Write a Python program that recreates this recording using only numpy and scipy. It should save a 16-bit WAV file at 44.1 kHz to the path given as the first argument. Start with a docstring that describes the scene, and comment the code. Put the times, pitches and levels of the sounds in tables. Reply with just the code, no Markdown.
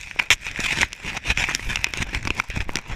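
"""A snowboard hisses over packed snow while wind rumbles and bumps on the rider's microphone.
The microphone sits in a plastic camera case. Something, likely a glove or fabric, rubs on the case
in gritty strokes that swell and break off. The case also rings with sharp ticks, and snow crumbs
and ice patter faintly on it. One loud crunch comes early, and later a soft puff of fine snow."""
import sys
import numpy as np
from scipy import signal
from scipy.fft import rfft, irfft, next_fast_len
from scipy.io import wavfile
from scipy.ndimage import uniform_filter1d, map_coordinates

SR = 44100
rng = np.random.default_rng(int(sys.argv[2]) if len(sys.argv) > 2 else 0)


def materialize(psi):
    """Save the field psi as 16-bit PCM at rate SR to the path in sys.argv[1].

    A 1-D psi becomes a single channel; in a 2-D psi each row is a channel.
    """
    bounded = np.clip(np.atleast_2d(psi).T, -1, 1)
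    quanta = np.round(bounded * 32767).astype(np.int16)
    wavfile.write(sys.argv[1], SR, quanta)


N = 130095
T = np.arange(N) / SR

# How well each pitch passes through the plastic case: (frequency [Hz], gain [dB])
CASE_TONE = [(40, -12.5), (130, -5), (300, -11), (480, -15.5), (650, -14.5), (930, -9.5), (1200, -14),
             (1600, -5.5), (2050, -1.5), (2500, 3), (2750, -4), (3000, -9), (3600, -9.5), (4400, -20.5),
             (5500, -16), (6400, -19), (7300, -20.5), (8100, -26), (10500, -34.5), (12300, -39),
             (15000, -41)]


def amp(db):
    """Turn decibels into a factor to multiply by."""
    return 10 ** (np.asarray(db) / 20)


def unit(x):
    """Scale x to an average power of one."""
    return x / np.sqrt(np.mean(x ** 2) + 1e-20)


def colour(points, hz):
    """The gain at hz, read from a curve through (frequency [Hz], gain [dB]) points."""
    point_hz, db = np.transpose(points)
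    return amp(np.interp(np.log(hz + 1), np.log(point_hz + 1), db))


def wobble(rate):
    """A smooth curve through `rate` random values a second."""
    return map_coordinates(rng.standard_normal(int(N * rate / SR) + 4), [T * rate])


def filtered(x, response):
    """Scale each frequency in x by response(hz)."""
    size = next_fast_len(N + SR // 2)
    return irfft(rfft(x, size) * response(np.fft.rfftfreq(size, 1 / SR)), size)[..., :N]


def noise(tone):
    """Steady noise shaped by a tone table."""
    return filtered(rng.standard_normal(N), lambda hz: colour(tone, hz))


def causal(gain):
    """A filter with this gain that rings only after it is struck, never before."""
    cepstrum = irfft(np.log(np.maximum(gain, 1e-6)))
    half = len(cepstrum) // 2
    cepstrum[1:half] *= 2
    cepstrum[half + 1:] = 0
    return np.exp(rfft(cepstrum))


def three_bands(x, tone, bass_edge_hz=1370, treble_edge_hz=4400):
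    """Shape x by a tone table and split it into bass, middle and treble."""
    def response(hz):
        bass = 1 / (1 + (hz / bass_edge_hz) ** 8)
        below_treble = 1 / (1 + (hz / treble_edge_hz) ** 8)
        return np.array([bass, below_treble - bass, 1 - below_treble]) * causal(colour(tone, hz))
    return filtered(x, response)


def add(out, start_s, x):
    """Mix x into out, beginning at start_s."""
    part = out[max(round(start_s * SR), 0):][:len(x)]
    part += x[:len(part)]


def grit(rate, spread_db, smooth_db):
    """About `rate` tiny slips a second, of random size, on a bed of smooth rubbing."""
    sizes = amp(spread_db * np.minimum(rng.exponential(size=N), 4))
    slips = (rng.random(N) < rate / SR) * sizes * rng.choice([-1, 1], N)
    return unit(unit(slips) + amp(smooth_db) * rng.standard_normal(N))


def patchy(x, depth_db, size=512):
    """Ringing pitches come and go as the point of contact wanders."""
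    spectra = signal.stft(x, nperseg=size)[2]
    patches = uniform_filter1d(rng.standard_normal(spectra.shape), size=4, axis=0)  # smooth over pitch
    patches = uniform_filter1d(patches, size=8, axis=1)  # and over time
    return signal.istft(spectra * amp(depth_db * unit(patches)), nperseg=size)[1][:N]


def board_hiss(level_db=-51, waver_db=2.1):
    """The board slides over the snow with a soft, slightly wavering hiss."""
    # Tone of the sliding board: (frequency [Hz], gain [dB])
    hiss_tone = [(60, -23), (110, -4), (300, -19), (600, -8), (1000, -17), (1500, -3.5), (2400, 4.5),
                 (2900, -9), (3500, -7.5), (4400, -18), (5600, -6), (7100, -35), (8300, -32), (15000, -36)]
    return unit(noise(hiss_tone)) * amp(level_db + waver_db * wobble(13.1))


def wind_rumble():
    """Wind on the microphone makes a lumpy rumble that rises and falls."""
    # Tone of the rumble: (frequency [Hz], gain [dB])
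    rumble_tone = [(15, -2), (30, 1.5), (60, -3), (110, -8), (200, -18), (400, -29), (900, -39),
                   (3000, -92)]
    # Strength of the wind: (time [s], relative level [dB])
    gusts = [(0.0, -48), (0.06, -39.5), (0.1, -46.5), (0.2, -42), (0.27, -44.5), (0.31, -33.5),
             (0.4, -45.5), (0.61, -35), (0.69, -43), (0.85, -35.5), (0.89, -43), (0.98, -57), (1.08, -31.5),
             (1.18, -41.5), (1.2, -44), (1.31, -31.5), (1.63, -42.5), (1.68, -29.5), (1.92, -43.5),
             (2.0, -29.5), (2.12, -39.5), (2.16, -22.5), (2.19, -37.5), (2.31, -26), (2.34, -39.5),
             (2.41, -37), (2.45, -51), (2.58, -26.5), (2.66, -35.5), (2.69, -33.5), (2.83, -45),
             (2.95, -28.5)]
    lumps = unit(noise(rumble_tone) * amp(3.5 * wobble(45)))
    return lumps * amp(0.5 + np.interp(T, *np.transpose(gusts)))


def case_rubbing():
    """Each rub swells and dies; its tiny slips chatter and ring the case, the treble more smoothly."""
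    # Rubbing strokes on the camera case, likely from a glove or fabric:
    # (peak time [s], rise [dB/s], fall [dB/s], relative level of the middle [dB],
    # bass against the middle [dB], treble against the middle [dB])
    strokes = [(0.06, 37, 77, -41, -13.5, -7), (0.201, 504, 220, -31.5, -4.5, -12.5),
               (0.45, 318, 670.0, -33, -18, -10.5), (0.474, 670.0, 332, -27.5, -16, -15),
               (0.555, 166, 200.0, -37.5, -5, -15), (0.605, 500, 244, -33.5, -7, -17),
               (0.669, 199, 1670.0, -23.5, -13.5, -6.5), (0.729, 208, 440.0, -21, -13, -11.5),
               (0.821, 108, 488, -20, -9, -11), (1.092, 164, 361, -28, -7.5, -11),
               (1.175, 125, 1000.0, -30, -3.5, -13.5), (1.276, 447, 404, -25, -5, -11),
               (1.316, 380, 1106, -18, -8, -12), (1.4, 496, 140, -22, -11.5, -10),
               (1.508, 330.0, 167, -27.5, -11, -14), (1.561, 1110.0, 2003, -23.5, -19, -9.5),
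               (1.654, 110, 200, -35.5, -6.5, -10.5), (1.701, 500.0, 123, -26.5, -8, -12.5),
               (1.851, 400, 198, -34, -4.5, -27), (1.991, 240, 1670.0, -27.5, -10, -14.5),
               (2.027, 338, 1330, -24, -6.5, -10.5), (2.091, 400.0, 505, -32.5, -3.5, -16.5),
               (2.156, 400.0, 451.5, -24.5, -6, -13), (2.26, 286, 114, -36.5, -2.5, -13),
               (2.345, 500, 500, -55, -10, -11), (2.392, 255, 678, -30, -5.5, -11),
               (2.448, 402, 401, -44, 0, -4.5), (2.514, 710.0, 310.0, -32, -18, -20),
               (2.575, 400.0, 800.0, -30.5, 0, -10.5), (2.612, 1000.0, 560.0, -31, -5, -11.5),
               (2.787, 188, 900, -36.5, 5, -11), (2.936, 135, 330.0, -34.5, -1.5, -15)]
    chatter = amp(np.outer([2, 2, 1.4], wobble(110)))  # depth in dB for bass, middle, treble
    force = patchy(grit(rate=1500, spread_db=4, smooth_db=-2), depth_db=3.0)
    bands = three_bands(force, CASE_TONE) * chatter
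    powers = np.zeros((3, N))
    for peak_s, rise, fall, db, bass_db, treble_db in strokes:
        slope = np.where(T < peak_s, rise, fall)
        swell = amp(db - slope * np.abs(T - peak_s))
        powers += (amp([[bass_db], [0], [treble_db]]) * swell) ** 2
    out = np.zeros(N)
    for band, power in zip(bands, powers):
        flicker = amp(0.53 * wobble(35.8))
        out += unit(band) * np.sqrt(power) * flicker
    return amp(-0.5) * out


def case_ticks(bounce_s=0.001121, crush_s=0.00072, ring_hz=2450, ring_width_hz=300, ring_s=0.034):
    """Gritty double hits; where they land sets their weight and pitch. The case rings on faintly."""
    # Hard hits on the case: (time [s], relative level [dB], thud [dB], hollow knock [dB],
    # upper ring [dB], main ring [Hz], upper ring [Hz]); columns 3-5 count from the main ring's level
    hits = [(0.012, -34.5, -27, -25, -2.5, 2460, 6360), (0.03, -47, -18, -11, 2, 2420, 7100),
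            (0.112, -27.5, -20, -16, -18, 2275, 5220.0), (0.1908, -20, -19, -15.5, -25, 2390.0, 5620.0),
            (0.194, -15.5, -33, -20, -17, 2450, 5200), (0.198, -13, -28, -9, -16.5, 2390, 5130),
            (0.236, -34, -23, -10, -15, 2300.0, 6120.0), (0.412, -48, -7, -8, -12, 2400, 7000),
            (0.4669, -24, -14.5, -11.5, -9.5, 2380, 5650), (0.514, -42.5, -22, -19, 7, 2270.0, 5700),
            (0.56, -25, -28, -26, -17, 2280, 5390.0), (0.578, -30.5, -27, -27, -12, 1620, 7100),
            (0.589, -26, -19, -24, -26, 2200, 5890.0), (0.603, -28.5, -12, -23, 3.5, 1620, 5760),
            (0.8105, -15, -24, -29, -16, 2470, 6100), (0.8152, -17, -20, -23, -2.5, 2380, 5980.0),
            (0.8311, -10.5, -16.5, -7.5, -18, 2070, 5520.0), (0.9308, -28.5, -16, -12.5, -0.5, 2890, 5700),
            (1.1721, -34, -15, -27, 2, 2270, 5860), (1.3748, -17, -26, -16, -15, 2420, 5770),
            (1.4405, -16, -16, -14.5, -17, 2500, 6120.0), (1.488, -23.5, -7.5, -3, -28, 1880, 5990.0),
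            (1.493, -22, -14, -11, -12, 1830, 7100), (1.4992, -30, -29, -3, -5, 2230, 6120.0),
            (1.513, -29, -2, -3, -13, 1950, 6430.0), (1.5496, -20, -13.5, -29, 4.5, 2340, 5580),
            (1.5952, -27.5, -6, -11, -18, 1950.0, 6140), (1.758, -18, -30, -12.5, -4, 2650, 5380),
            (1.772, -24, -16, -10, -26, 2380, 5550.0), (1.8437, -12.5, -20, -15.5, -4.5, 2500, 5590),
            (1.868, -27, -8, -7.5, -16, 2480, 5400), (1.9372, -22.5, -10, -18, -3, 2250.0, 5380),
            (1.9736, -33, 3.5, -6, 4, 2540.0, 6340.0), (2.1316, -30.5, 0.5, -18, -24, 2300, 5940.0),
            (2.148, -20.5, -18, -10, -7, 2310, 5300), (2.2287, -34, -12, -13, -5.5, 2010, 6400),
            (2.2521, -30.5, -9, -8, -2.5, 2280, 5910.0), (2.2734, -23, -2, -2, -5.5, 2280, 4900),
            (2.277, -28.5, -2.5, -3, -2, 2420.0, 5400), (2.3047, -17, -5, -9, -14.5, 2580, 5850),
            (2.3996, -14.5, -19, -2.5, -12.5, 2240, 5250), (2.5017, -28, -6.5, -21, -8.5, 2300, 5790.0),
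            (2.562, -36.5, -1, 4.5, -4, 2150.0, 5960.0), (2.6052, -21, -13, -22, -14, 2370, 5070.0),
            (2.6932, -28.5, 5, 0.5, -19, 2120, 5010.0), (2.7565, -21.5, -1.5, -20, 2, 2480, 5420),
            (2.77, -23, -19.5, -24, -6, 2270, 5850.0), (2.788, -29.5, -21, -13, -7, 2330, 6000)]
    # A hit's low thud: (frequency [Hz], gain [dB])
    thud_tone = [(40, -7.5), (150, -6.5), (350, -0.5), (700, -14.5), (1300, -27), (3000, -62)]
    # Its hollow knock: (frequency [Hz], gain [dB])
    hollow_tone = [(300, -26), (700, -14), (950, -2), (1250, -5), (1550, -5), (3000, -40)]
    # Its main ring, centred on 2430 Hz until a hit shifts it: (frequency [Hz], gain [dB])
    main_tone = [(500, -64), (1300, -19), (1850, -8), (2200, -3.5), (2450, 3), (2750, -6), (3050, -13),
                 (3500, -16), (4100, -35), (6000, -67)]
    # Its upper ring, centred on 5510 Hz until a hit shifts it: (frequency [Hz], gain [dB])
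    upper_tone = [(2500, -26), (3500, -1.5), (4400, -10.5), (5600, 1), (6500, -10), (7200, -8.5),
                  (8100, -18.5), (9500, -17), (10800, -29.5), (12300, -26), (15000, -31)]
    out, size = np.zeros(N), 2048
    hz, t = np.fft.rfftfreq(size, 1 / SR), np.arange(size) / SR
    ring_shape = 1 / (1 + ((hz - ring_hz) / ring_width_hz) ** 2)
    gain = amp(-2) * np.sqrt(0.0064 * SR)  # a tick's level is its energy spread over 6.4 ms
    for start_s, db, thud_db, hollow_db, upper_db, main_hz, upper_hz in hits:
        delay_s = bounce_s * np.exp(0.266 * rng.normal())
        bounce = 0.52 * np.exp(-2j * np.pi * hz * delay_s)  # the weaker second hit
        crushed_grit = rng.standard_normal(size) * np.exp(-t / crush_s) * t
        strike = 1 + bounce + amp(-5) * rfft(crushed_grit) / np.linalg.norm(crushed_grit)
        parts = [(thud_db, colour(thud_tone, hz)),
                 (hollow_db, colour(hollow_tone, hz)),
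                 (0, colour(main_tone, hz * 2430 / main_hz)),
                 (upper_db, colour(upper_tone, hz * 5510 / upper_hz))]
        power = sum((amp(part_db) * shape) ** 2 / np.mean(abs(shape * strike) ** 2)
                    for part_db, shape in parts)
        click = irfft(causal(np.sqrt(power)) * strike)
        ring = irfft(rfft(rng.standard_normal(size)) * ring_shape) * amp(-60 * t / ring_s)
        tick = click + amp(-10.5) * ring / np.linalg.norm(ring)
        add(out, start_s, gain * amp(db) * tick)
    return out


def snow_crumbs(level_db=-50):
    """Scattered crumbs of snow patter faintly on the case."""
    hits = grit(rate=60, spread_db=3, smooth_db=-52)
    return amp(level_db) * unit(filtered(hits, lambda hz: causal(colour(CASE_TONE, hz))))


def ice_crystals(level_db=-58):
    """Tiny ice crystals tick thinly on the case."""
    # Tone of a crystal's tick: (frequency [Hz], gain [dB])
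    ice_tone = [(1500, -32), (4000, -3), (6500, 0), (9000, -3), (12000, -7), (15000, -3)]
    hits = grit(rate=28, spread_db=3, smooth_db=-60)
    return amp(level_db) * unit(filtered(hits, lambda hz: causal(colour(ice_tone, hz))))


def wind_bumps(swing_depth=0.31, swing_delay_widths=3.75):
    """Single pushes of air hit the microphone, and the pressure swings back after each."""
    # Pushes of air: (time [s], level [dB], width [s])
    bumps = [(0.162, -23, 0.0002), (.34, -24, 0.0032), (.594, -14.5, 0.00052), (.729, -19, 0.00028),
             (.8425, -20, 0.0019), (1.321, -18.5, 0.0018), (1.378, -19.5, 0.00092), (1.68, -23, 0.0074),
             (1.794, -23.5, 0.0019), (2.006, -14, 0.0015), (2.089, -25, 0.0026), (2.151, -17.5, 0.0014),
             (2.255, -17, 0.0012), (2.402, -25.5, 0.0014), (2.498, -20.5, 0.00256), (2.5733, -11.5, 0.0012),
             (2.604, -21, 0.0038), (2.691, -17.5, 0.02)]
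    out = np.zeros(N)
    for peak_s, db, width_s in bumps:
        widths_from_peak = (T - peak_s) / width_s
        push = 1 / (1 + widths_from_peak ** 2 / 2) ** 2
        swing_back = swing_depth * np.exp(-2 * (widths_from_peak / swing_delay_widths - 1) ** 2)
        out += amp(db) * (push - swing_back)
    return out


def crunch(start_s=0.3035, hold_s=0.031, crack_s=0.0021, sag_db_per_s=286, release_db_per_s=1500):
    """A sudden, dense burst of slips: its body fades while the fizz holds, then both break off."""
    # Tone of the crunch: (frequency [Hz], gain [dB])
    crunch_tone = [(59, -32), (100, -8.5), (200, -23), (582, -19), (703, -22), (1020, -14), (1400, -14.5),
                   (2270, -2), (3050, -7.5), (3530, -6), (4540, -24), (5480, -8.5), (7200, -12.5),
                   (8520, -23), (15000, -34)]
    age = np.maximum(T - start_s, 0)
    onset_db = -0.5 * np.exp(-age / crack_s)
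    release_db = -release_db_per_s * np.maximum(age - hold_s, 0)
    slips = grit(rate=2500, spread_db=0.5, smooth_db=-1)
    bass, middle, treble = three_bands(slips, crunch_tone)
    body = amp(-10 - sag_db_per_s * age) * unit(bass + middle)
    fizz = amp(-24) * unit(treble)
    return (T > start_s) * amp(onset_db + release_db) * (body + fizz)


def snow_spray(peak_s=1.67, width_s=0.067, level_db=-54.5):
    """One puff of fine snow: a high hiss that swells and fades."""
    # Tone of the flying snow: (frequency [Hz], gain [dB])
    spray_tone = [(3000, -40), (7000, -14), (10000, 7), (12500, 1), (15000, -11)]
    puff = np.exp(-0.5 * ((T - peak_s) / width_s) ** 2)
    return amp(level_db) * puff * unit(noise(spray_tone))


def scene():
    """All the sounds add up at the one microphone."""
    mix = board_hiss() + wind_rumble() + case_rubbing() + case_ticks() + snow_crumbs() + ice_crystals()
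    mix += wind_bumps() + crunch() + snow_spray()
    return mix[None]


def record(dry, low_cut_hz=10, top_hz=16500):
    """The camera clips at full scale, trims the deepest bass, dulls the top and cuts it at top_hz."""
    # The microphone's fading treble: (frequency [Hz], gain [dB])
    microphone_tone = [(13000, 0), (14500, -4), (15100, -9), (15600, -20)]

    def response(hz):
        low_cut = hz / np.hypot(hz, low_cut_hz)
        return colour(microphone_tone, hz) * low_cut * (hz < top_hz)
    return filtered(np.clip(dry, -1, 1), response)


dry = scene()
out = record(dry)
materialize(out)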